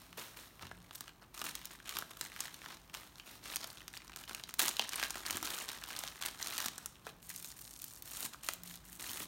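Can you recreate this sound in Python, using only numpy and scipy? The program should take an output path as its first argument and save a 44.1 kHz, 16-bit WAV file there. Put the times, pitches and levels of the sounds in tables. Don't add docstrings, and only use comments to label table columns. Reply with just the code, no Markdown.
import sys
import numpy as np
from scipy import signal
from scipy.fft import rfft, irfft
from scipy.io import wavfile
from scipy.ndimage import uniform_filter1d

SR = 44100
rng = np.random.default_rng(int(sys.argv[2]) if len(sys.argv) > 2 else 0)


def wav_record(signal):
    frames = np.transpose(np.atleast_2d(signal))
    bounded = np.clip(frames, -1, 1)
    quanta = np.round(bounded * 32767).astype(np.int16)
    wavfile.write(sys.argv[1], SR, quanta)


N = 408807
TIME = np.arange(N) / SR
GRAIN_TIME = np.arange(1024) / SR


def from_db(db):
    return 10 ** (np.asarray(db) / 20)


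def rms_one(x):
    return x / np.sqrt(np.mean(x ** 2) + 1e-20)


def energy_one(x):
    return x / np.sqrt(np.sum(x ** 2) + 1e-20)


def in_time(rows):
    return np.interp(TIME, *np.transpose(rows))


def at_hz(points, hz):
    frequencies, values = np.transpose(points)
    return np.interp(np.log(hz + 1e-9), np.log(frequencies), values)


def add(track, s, sound):
    start = int(np.clip(round(s * SR), 0, N - 1))
    track[start:start + len(sound)] += sound[:N - start]


def colour(x, spectrum, size=4096):
    gains = from_db(at_hz(spectrum, np.fft.rfftfreq(size, 1 / SR)))
    cepstrum = irfft(np.log(gains))
    response = irfft(np.exp(rfft(2 * cepstrum[:size // 2], size)))
    return signal.oaconvolve(x, energy_one(response))[:len(x)]


def band(x, hz, kind):
    return signal.sosfilt(signal.butter(2, hz, kind, fs=SR, output="sos"), x)


def resonance(x, hz, width_hz):
    q = hz / min(width_hz, SR / 3)
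    return signal.lfilter(*signal.iirpeak(min(hz, SR / 2.5), q, fs=SR), x)


def drift(per_s, size=4096):
    return np.interp(TIME * per_s, np.arange(size), rng.standard_normal(size))


def evened(x, window_s=0.029):
    local_power = np.abs(uniform_filter1d(x ** 2, int(window_s * SR)))
    return x / np.sqrt(local_power + 1e-9 * np.mean(x ** 2))


# f/Hz, relative level/dB
NOISE_TONE = [(20, -28), (35, -3), (50, 3), (80, -0.5), (130, 2), (200, -3.5), (300, -3.5), (480, -13),
              (1000, -10), (2000, -18.5), (5000, -27.5), (16000, -29)]
def room_noise(level_db=-63.5):
    return from_db(level_db) * rms_one(colour(rng.standard_normal(N), NOISE_TONE))


def mains_hum(hz=51.2, level_db=-74, waver_db=5.0):
    level = from_db(level_db + waver_db * drift(5.4))
    return level * np.sqrt(2) * np.sin(2 * np.pi * hz * TIME)


# t/s, level/dB, half width/s
HUM_SWELLS = [(.15, -68, 0.057), (.8, -64, 0.051), (7.27, -73.5, 0.24), (8.68, -59, 0.09),
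              (8.93, -66.5, .05), (9.26, -63.5, .1)]
def low_hum(hz=177, waver_hz=1.49, rest_db=-76.5):
    swells = sum(from_db(db) * np.exp(-((TIME - s) / width_s) ** 2) for s, db, width_s in HUM_SWELLS)
    phase = 2 * np.pi * np.cumsum(hz + waver_hz * drift(7.3)) / SR
    return (from_db(rest_db) + swells) * np.sqrt(2) * np.sin(phase)


# f/Hz, fade time/s
ECHO_FADE = [(200, 0.61), (600, 0.58), (1500, 0.39), (4000, 0.39), (14000, 0.46)]
# f/Hz, relative level/dB
WALL_TONE = [(300, 1.5), (1200, -4), (3200, -0.5), (6000, -3), (14000, -10)]
def room_echo(x, level_db=-14, first_wall_s=0.00684, size=24000):
    t = np.arange(size) / SR
    noise = rng.standard_normal((2, size))
    edges_hz = np.geomspace(100, 18000, 9)
    tail = np.zeros(size)
    for k, (low, high) in enumerate(zip(edges_hz, edges_hz[1:])):
        fade_s = at_hz(ECHO_FADE, np.sqrt(low * high))
        tail += band(noise[k % 2], [low, high], "band") * from_db(-60 * t / fade_s)
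    echo = energy_one(colour(tail * (t > first_wall_s), WALL_TONE))
    return from_db(level_db) * signal.oaconvolve(x, echo)[:N]


# t/s, level/dB, f/Hz
KNOCKS = [(.178, -23, 480), (.625, -23.5, 100), (1.429, -38, 260), (1.97, -33, 250), (4.625, -22, 330),
          (4.795, -25, 233), (4.7955, -11, 836), (5.312, -26, 90), (5.35, -19, 314), (5.424, -21.5, 290),
          (6.659, -29, 101), (7.067, -24.5, 485), (8.244, -28, 202), (8.488, -18.5, 804), (9.08, -27, 112),
          (9.202, -24, 294)]
def dull_knocks(cycles=2.5, relative_width=0.3, size=8192):
    out, t = np.zeros(N), np.arange(size) / SR
    for s, level_db, hz in KNOCKS:
        push = rng.standard_normal(size) * np.exp(-t * hz / cycles)
        knock = band(resonance(push, hz, relative_width * hz), 2 * hz, "low")
        add(out, s, from_db(level_db) * energy_one(knock))
    return out


# t/s, level/dB
HOLDING = [(0, -60), (.12, -67.5), (.85, -67.5), (1.25, -78), (1.6, -68), (2.55, -60), (2.85, -69.5),
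           (3.8, -65), (4.13, -71.5), (4.55, -66.5), (4.7, -54.5), (6.6, -57.5), (7.1, -74), (7.5, -67.5),
           (9.27, -68.5)]
# t/s, length/s, midway level/dB, rise over the pull/dB, slack part/dB, taut part/dB
PULLS = [(0.169, 0.19, -56, -19.5, -3, -2), (0.359, .12, -58, -9.5, -3.5, -1.5),
         (0.608, 0.075, -56.5, -18, 0, -7.5), (0.923, 0.057, -59, -5, -7, 4),
         (1.008, 0.077, -63, -4, -4, -6), (1.214, 0.018, -59.5, -5, 4.5, -6.5),
         (1.331, .08, -54, 6, -5.5, -1), (1.443, 0.068, -46.5, -9.5, -6, -2),
         (1.53, 0.15, -56.5, -3, -7.5, -6), (1.699, 0.059, -56, -6, -5.5, -3),
         (1.848, .15, -50, 8.5, -4, -2.5), (2.096, .015, -53, -1, -3, -3.5),
         (2.183, 0.078, -54.5, 7, -6, 0), (2.31, .15, -54.5, 14, -6.5, -4.5),
         (2.622, 0.12, -55.5, 4.5, -3.5, -6.5), (2.931, .15, -58, -10, -2.5, -3),
         (3.172, .008, -57, -1.5, -5, 0), (3.252, 0.12, -57.5, -4, -4.5, -2.5),
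         (3.424, .12, -50.5, 8.5, -6.5, -4), (3.594, 0.045, -50, 2, -6, -6.5),
         (3.658, 0.14, -63.5, -13, -0.5, 2.5), (3.921, 0.043, -59.5, 12, -7, 0),
         (4.021, 0.042, -67, 0, 1, 1.5), (4.164, 0.078, -56.5, -6, -4, 0.5), (4.272, .13, -58, 0, -1.5, -2),
         (4.483, .015, -52, -5, -4, 1.5), (4.585, 0.12, -39, -11.5, -7, 0),
         (4.802, 0.053, -44.5, -10, -12, -10), (4.906, .15, -46, 5.5, -7.5, -5.5),
         (5.151, 0.054, -52, -3, -1, -1.5), (5.251, 0.12, -47, 0, -3.5, -2),
         (5.433, 0.2, -46, -3, -5.5, -0.5), (5.677, 0.11, -51.5, -13, -4, -3),
         (5.869, .21, -52, -3, -4.5, -3), (6.207, 0.081, -47.5, -0.5, -5, -1),
         (6.384, 0.28, -47, 6, -5.5, -2.5), (6.722, 0.13, -62.5, -3, -1.5, -3),
         (7.031, .06, -60, 14.5, -3, -4), (7.216, 0.059, -67, 0, -13, 8), (7.282, 0.028, -50.5, 0, -12, 3),
         (7.33, 0.19, -60, 0.5, -8.5, 7), (7.558, .43, -65, -0.5, -22, 9), (8.038, .22, -53.5, 13, -6, 5),
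         (8.321, 0.011, -57, 0, -1, 2.5), (8.424, 0.12, -54.5, -6, -8, 3),
         (8.647, 0.11, -55.5, -1, -11.5, 1.5), (8.838, .13, -66.5, 3, -9, 7.5),
         (8.987, .25, -50, 2.5, -6, 2)]
def handling(grab_s=0.011, settle_s=0.015, held_slack_db=-4, held_taut_db=-2.5):
    power = np.outer(from_db([0, held_slack_db, held_taut_db]), from_db(in_time(HOLDING))) ** 2
    for s, length_s, level_db, rise_db, slack_db, taut_db in PULLS:
        t = TIME[TIME < length_s + 10 * settle_s]
        effort = from_db(level_db + rise_db * (np.minimum(t / length_s, 1) - .5))
        grab = np.minimum(t / grab_s, 1)
        settle = np.exp(-np.maximum(t - length_s, 0) / settle_s)
        for track, part_db in zip(power, (0, slack_db, taut_db)):
            add(track, s, (from_db(part_db) * effort * grab * settle) ** 2)
    level, slack, taut = 10 * np.log10(power)
    return level, slack - level, taut - level


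# f/Hz, relative level/dB
SHEET_TONE = [(90, -25.5), (220, -6), (330, -4.5), (500, -8), (750, -3.5), (1250, 2.5), (1650, -0.5),
              (2100, -12), (3500, -54.5)]
def sheet_flap(decay_s=0.0024):
    shake = rng.standard_normal(len(GRAIN_TIME)) * np.exp(-GRAIN_TIME / decay_s)
    return energy_one(colour(shake, SHEET_TONE, size=1024))


def crack(hz, q, flutter_s=0.0025, flutter_db=-5.0, run_s=.0008, follow_db=-10.0, table_db=-8.5):
    flips = signal.unit_impulse(len(GRAIN_TIME))
    for strength, late in zip(rng.standard_normal(3), rng.random(3)):
        flips[int(late * run_s * SR) + 1] += from_db(follow_db) * strength
    flips = flips - 2 * resonance(flips, hz, hz * rng.uniform(0.47, 1))
    flutter = energy_one(rng.standard_normal(len(GRAIN_TIME)) * np.exp(-GRAIN_TIME / flutter_s))
    ring = resonance(energy_one(flips) + from_db(flutter_db) * flutter, hz, hz / q)
    direct = band(ring, 1830, "high")
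    delay_s = rng.uniform(0.000597, .0026)
    table_echo = np.interp(GRAIN_TIME - delay_s, GRAIN_TIME, direct, left=0)
    return energy_one(direct + from_db(table_db) * table_echo)


def tiny_creases(per_s, size_db=5.5, long_q=3.1, short_q=0.69, flap_scatter_db=4.5, count=90):
    sizes = from_db(size_db * np.minimum(rng.exponential(1, N), 3.0)) * rng.choice([-1, 1], N)
    flap_sizes = sizes * from_db(flap_scatter_db * rng.standard_normal(N).clip(-2, 2))
    which_crease = rng.integers(0, count, N)
    pitches, sharpness = np.geomspace(1600, 14000, count), np.geomspace(long_q, short_q, count)
    creases = [(crack(hz, q), sheet_flap()) for hz, q in zip(pitches, sharpness)]
    cracks, flaps = np.zeros(N), np.zeros(N)
    for i in np.flatnonzero(rng.random(N) < per_s / SR):
        tick, flap = creases[which_crease[i]]
        add(cracks, TIME[i], sizes[i] * tick)
        add(flaps, TIME[i], flap_sizes[i] * flap)
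    return rms_one(cracks), rms_one(flaps)


# t/s, level/dB
SLIDING = [(0, 2), (.5, 5), (.8, -8), (2.5, -7), (2.8, -1), (3.35, 1.5), (3.9, -10), (4.5, -18.5),
           (5.4, -7), (6.2, -10), (7.2, -2), (7.7, -11), (8.2, -2.5)]
# f/Hz, relative level/dB
CREASE_TONE = [(800, -13.5), (1300, -9), (1700, -0.5), (2300, -1.5), (3400, -0.5), (5300, 1.5),
               (6500, -5.5), (9000, -30)]
# f/Hz, relative level/dB
FINE_TONE = [(2500, -40), (4500, -1.5), (6500, -2), (9000, 1.5), (12000, -0.5), (15800, -3.5)]
def rustle(per_s=520, taut_thinning=0.27, clump_db=4.5, sheet_db=0.24, fine_db=1.38, fine_hiss_db=-3.0):
    level_db, slack_db, taut_db = handling()
    busy_db = 0.3 * (level_db - level_db.mean()) - taut_thinning * np.maximum(taut_db, 0)
    cracks, flaps = tiny_creases(per_s * from_db(busy_db + clump_db * drift(70)))
    hiss = from_db(in_time(SLIDING)) * rng.standard_normal(N)
    creases = evened(colour(cracks + hiss, CREASE_TONE))
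    sheet = from_db(slack_db + sheet_db) * evened(flaps + colour(hiss, SHEET_TONE))
    fine = from_db(taut_db + fine_db) * evened(colour(cracks + from_db(fine_hiss_db) * hiss, FINE_TONE))
    return from_db(level_db) * (creases + sheet + fine)


def stray_snaps(per_s=7, snap_db=-26.5, follows_rustle=0.49, scatter_db=4.5, flap_db=-11.0, middle_hz=4000):
    level_db, _, taut_db = handling()
    sliding_db = in_time(SLIDING)
    chance = per_s * from_db(sliding_db.mean() - sliding_db) / SR
    size_db = snap_db + follows_rustle * (level_db - level_db.mean())
    out = np.zeros(N)
    for i in np.flatnonzero(rng.random(N) < chance):
        octaves = 0.18 * taut_db[i] + rng.uniform(-1, 1)
        hz = np.clip(middle_hz * 2 ** octaves, 1200, 14000)
        snap = crack(hz, q=2.3, flutter_db=-8.0) + from_db(flap_db - taut_db[i]) * sheet_flap()
        add(out, TIME[i], from_db(size_db[i] + scatter_db * rng.uniform(-0.7, 1)) * snap)
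    return out


# t/s, level/dB, f/Hz, sharpness q, relative flap level/dB
BIG_SNAPS = [(0.6687, -27, 2980, 2.5, -6), (0.7137, -21.5, 1710, 14, -0.5), (.9094, -26.5, 3200, 2.5, -1.5),
             (1.0079, -17, 6900, .23, -9.5), (1.0926, -29.5, 2100, 1, -4), (1.4163, -14.5, 1290, 0.39, -2),
             (1.4416, -17.5, 7200, 0.46, -6), (1.553, -14, 5300, .6, -17), (1.655, -17, 7100, .4, -24),
             (1.8927, -14.5, 3400, .46, -28), (1.9686, -13, 2700, 1, -8), (1.9871, -13.5, 11700, 4.8, -19),
             (2.0233, -26.5, 1300, 0.31, 9), (2.1711, -27, 7200, .44, -5), (2.2112, -11, 5560, 2, -9),
             (2.4052, -9.5, 6400, 2.1, -16.5), (2.4807, -23.5, 1410, 4, -20.5),
             (2.543, -22, 3200, 0.71, -21), (2.9419, -19, 1800, 0.68, -16), (2.9486, -18.5, 2900, 0.55, -7),
             (3.1981, -22.5, 2920, 4.3, -10), (3.4574, -23.5, 2400, 1.6, -6), (3.5595, -8.5, 7500, .4, -31),
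             (3.5669, -12.5, 4560, 1.3, -12), (3.643, -16, 1980, .5, -7), (3.88, -19.5, 3770, 0.86, -11),
             (3.9738, -21, 4700, 2.5, -12), (4.0961, -27.5, 1500, 3.2, -2.5), (4.1615, -19, 7200, .5, -9),
             (4.2947, -19.5, 1270, .4, -4.5), (4.31, -25, 1500, 4, 1), (4.3479, -14, 3170, 0.38, -15),
             (4.4375, -17, 3940, 3, -14.5), (4.5401, -16, 7600, .44, -13.5), (4.5941, -2, 5300, 0.45, -14),
             (4.617, -9, 3700, .43, -13), (4.6819, -6, 4900, 0.81, -11.5), (4.691, -10.5, 6000, .7, -16),
             (4.7679, -14, 2930, 1.1, -21), (4.7949, -2.5, 3100, 3.5, -27), (4.8921, -14.5, 6350, 1.4, -17),
             (4.9335, -13.5, 1321, 0.61, -10.5), (4.9586, -12, 9300, 5.3, -20),
             (4.998, -14, 2110, 0.78, -10), (5.028, -8, 1330, 1.6, -7), (5.0366, -10, 1300, 0.51, -19),
             (5.106, -12.5, 6660, 2.7, -11), (5.156, -19.5, 1370, 0.29, 1),
             (5.2638, -12.5, 4400, 1.6, -16.5), (5.3079, -8.5, 3950, 0.45, -11),
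             (5.3704, -12.5, 7600, 1.9, -8), (5.428, -14, 5600, 0.68, -3.5), (5.454, -16.5, 4400, 3, -14),
             (5.6892, -15, 3770, 1.6, -26), (5.8383, -17.5, 2500, 0.46, -13), (5.9643, -16, 4100, 1.5, -15),
             (5.9905, -14, 7600, 1.5, -13), (6.037, -15.5, 2520, 0.44, -5.5),
             (6.0767, -16.5, 2900, .8, -19), (6.2241, -13, 3100, 1.5, -11), (6.2609, -9.5, 7100, .4, -16),
             (6.427, -11, 5300, 1.8, -23), (6.4718, -13.5, 5000, .7, -13), (6.58, -10, 5000, 0.54, -28),
             (6.603, -12, 1900, 0.31, -6.5), (6.6603, -10, 5000, .5, -12), (6.6836, -13, 3200, .7, -12.5),
             (6.7807, -17.5, 7700, 1.7, -9), (6.8596, -13, 8000, 1.7, -14), (7.0676, -25, 1310, 0.19, 4),
             (7.362, -18, 9000, 1.2, -30), (7.4455, -19.5, 4370, 0.53, -16),
             (7.8193, -19.5, 14000, .5, -24), (7.8421, -16, 13900, 1, -25), (8.0232, -20, 12200, 0.42, -26),
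             (8.261, -19, 9150, .5, -9), (8.344, -32.5, 1600, 2, 7.5), (8.4876, -7, 1820, 0.42, -8),
             (8.5357, -15.5, 11600, .5, -26), (8.6348, -21, 13900, 1, -20), (8.9293, -25, 8600, .5, -23),
             (9.1156, -19, 8100, .5, -17)]
def big_snaps(crack_boost_db=0.5, flap_boost_db=1.0):
    out = np.zeros(N)
    for s, level_db, hz, q, flap_db in BIG_SNAPS:
        snap = from_db(crack_boost_db) * crack(hz, q, flutter_s=0.0037)
        flap = from_db(flap_db + flap_boost_db) * sheet_flap()
        add(out, s, from_db(level_db) * (snap + flap))
    return out


def scene():
    hands = big_snaps() + stray_snaps() + rustle() + dull_knocks()
    return (hands + room_echo(hands) + room_noise() + mains_hum() + low_hum())[None]


# f/Hz, width/Hz, level change/dB
MIC_RESONANCES = [(4760, 1200, -2), (7720, 530, -4), (10490, 850, -6.5), (14400, 3000, 2.5)]
def record(dry, cutoff_hz=15950):
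    out = dry
    for hz, width_hz, gain_db in MIC_RESONANCES:
        out = out + (from_db(gain_db) - 1) * resonance(out, hz, width_hz)
    return signal.sosfilt(signal.ellip(10, .2, 80, cutoff_hz, fs=SR, output="sos"), out)


dry = scene()
out = record(dry)
wav_record(out)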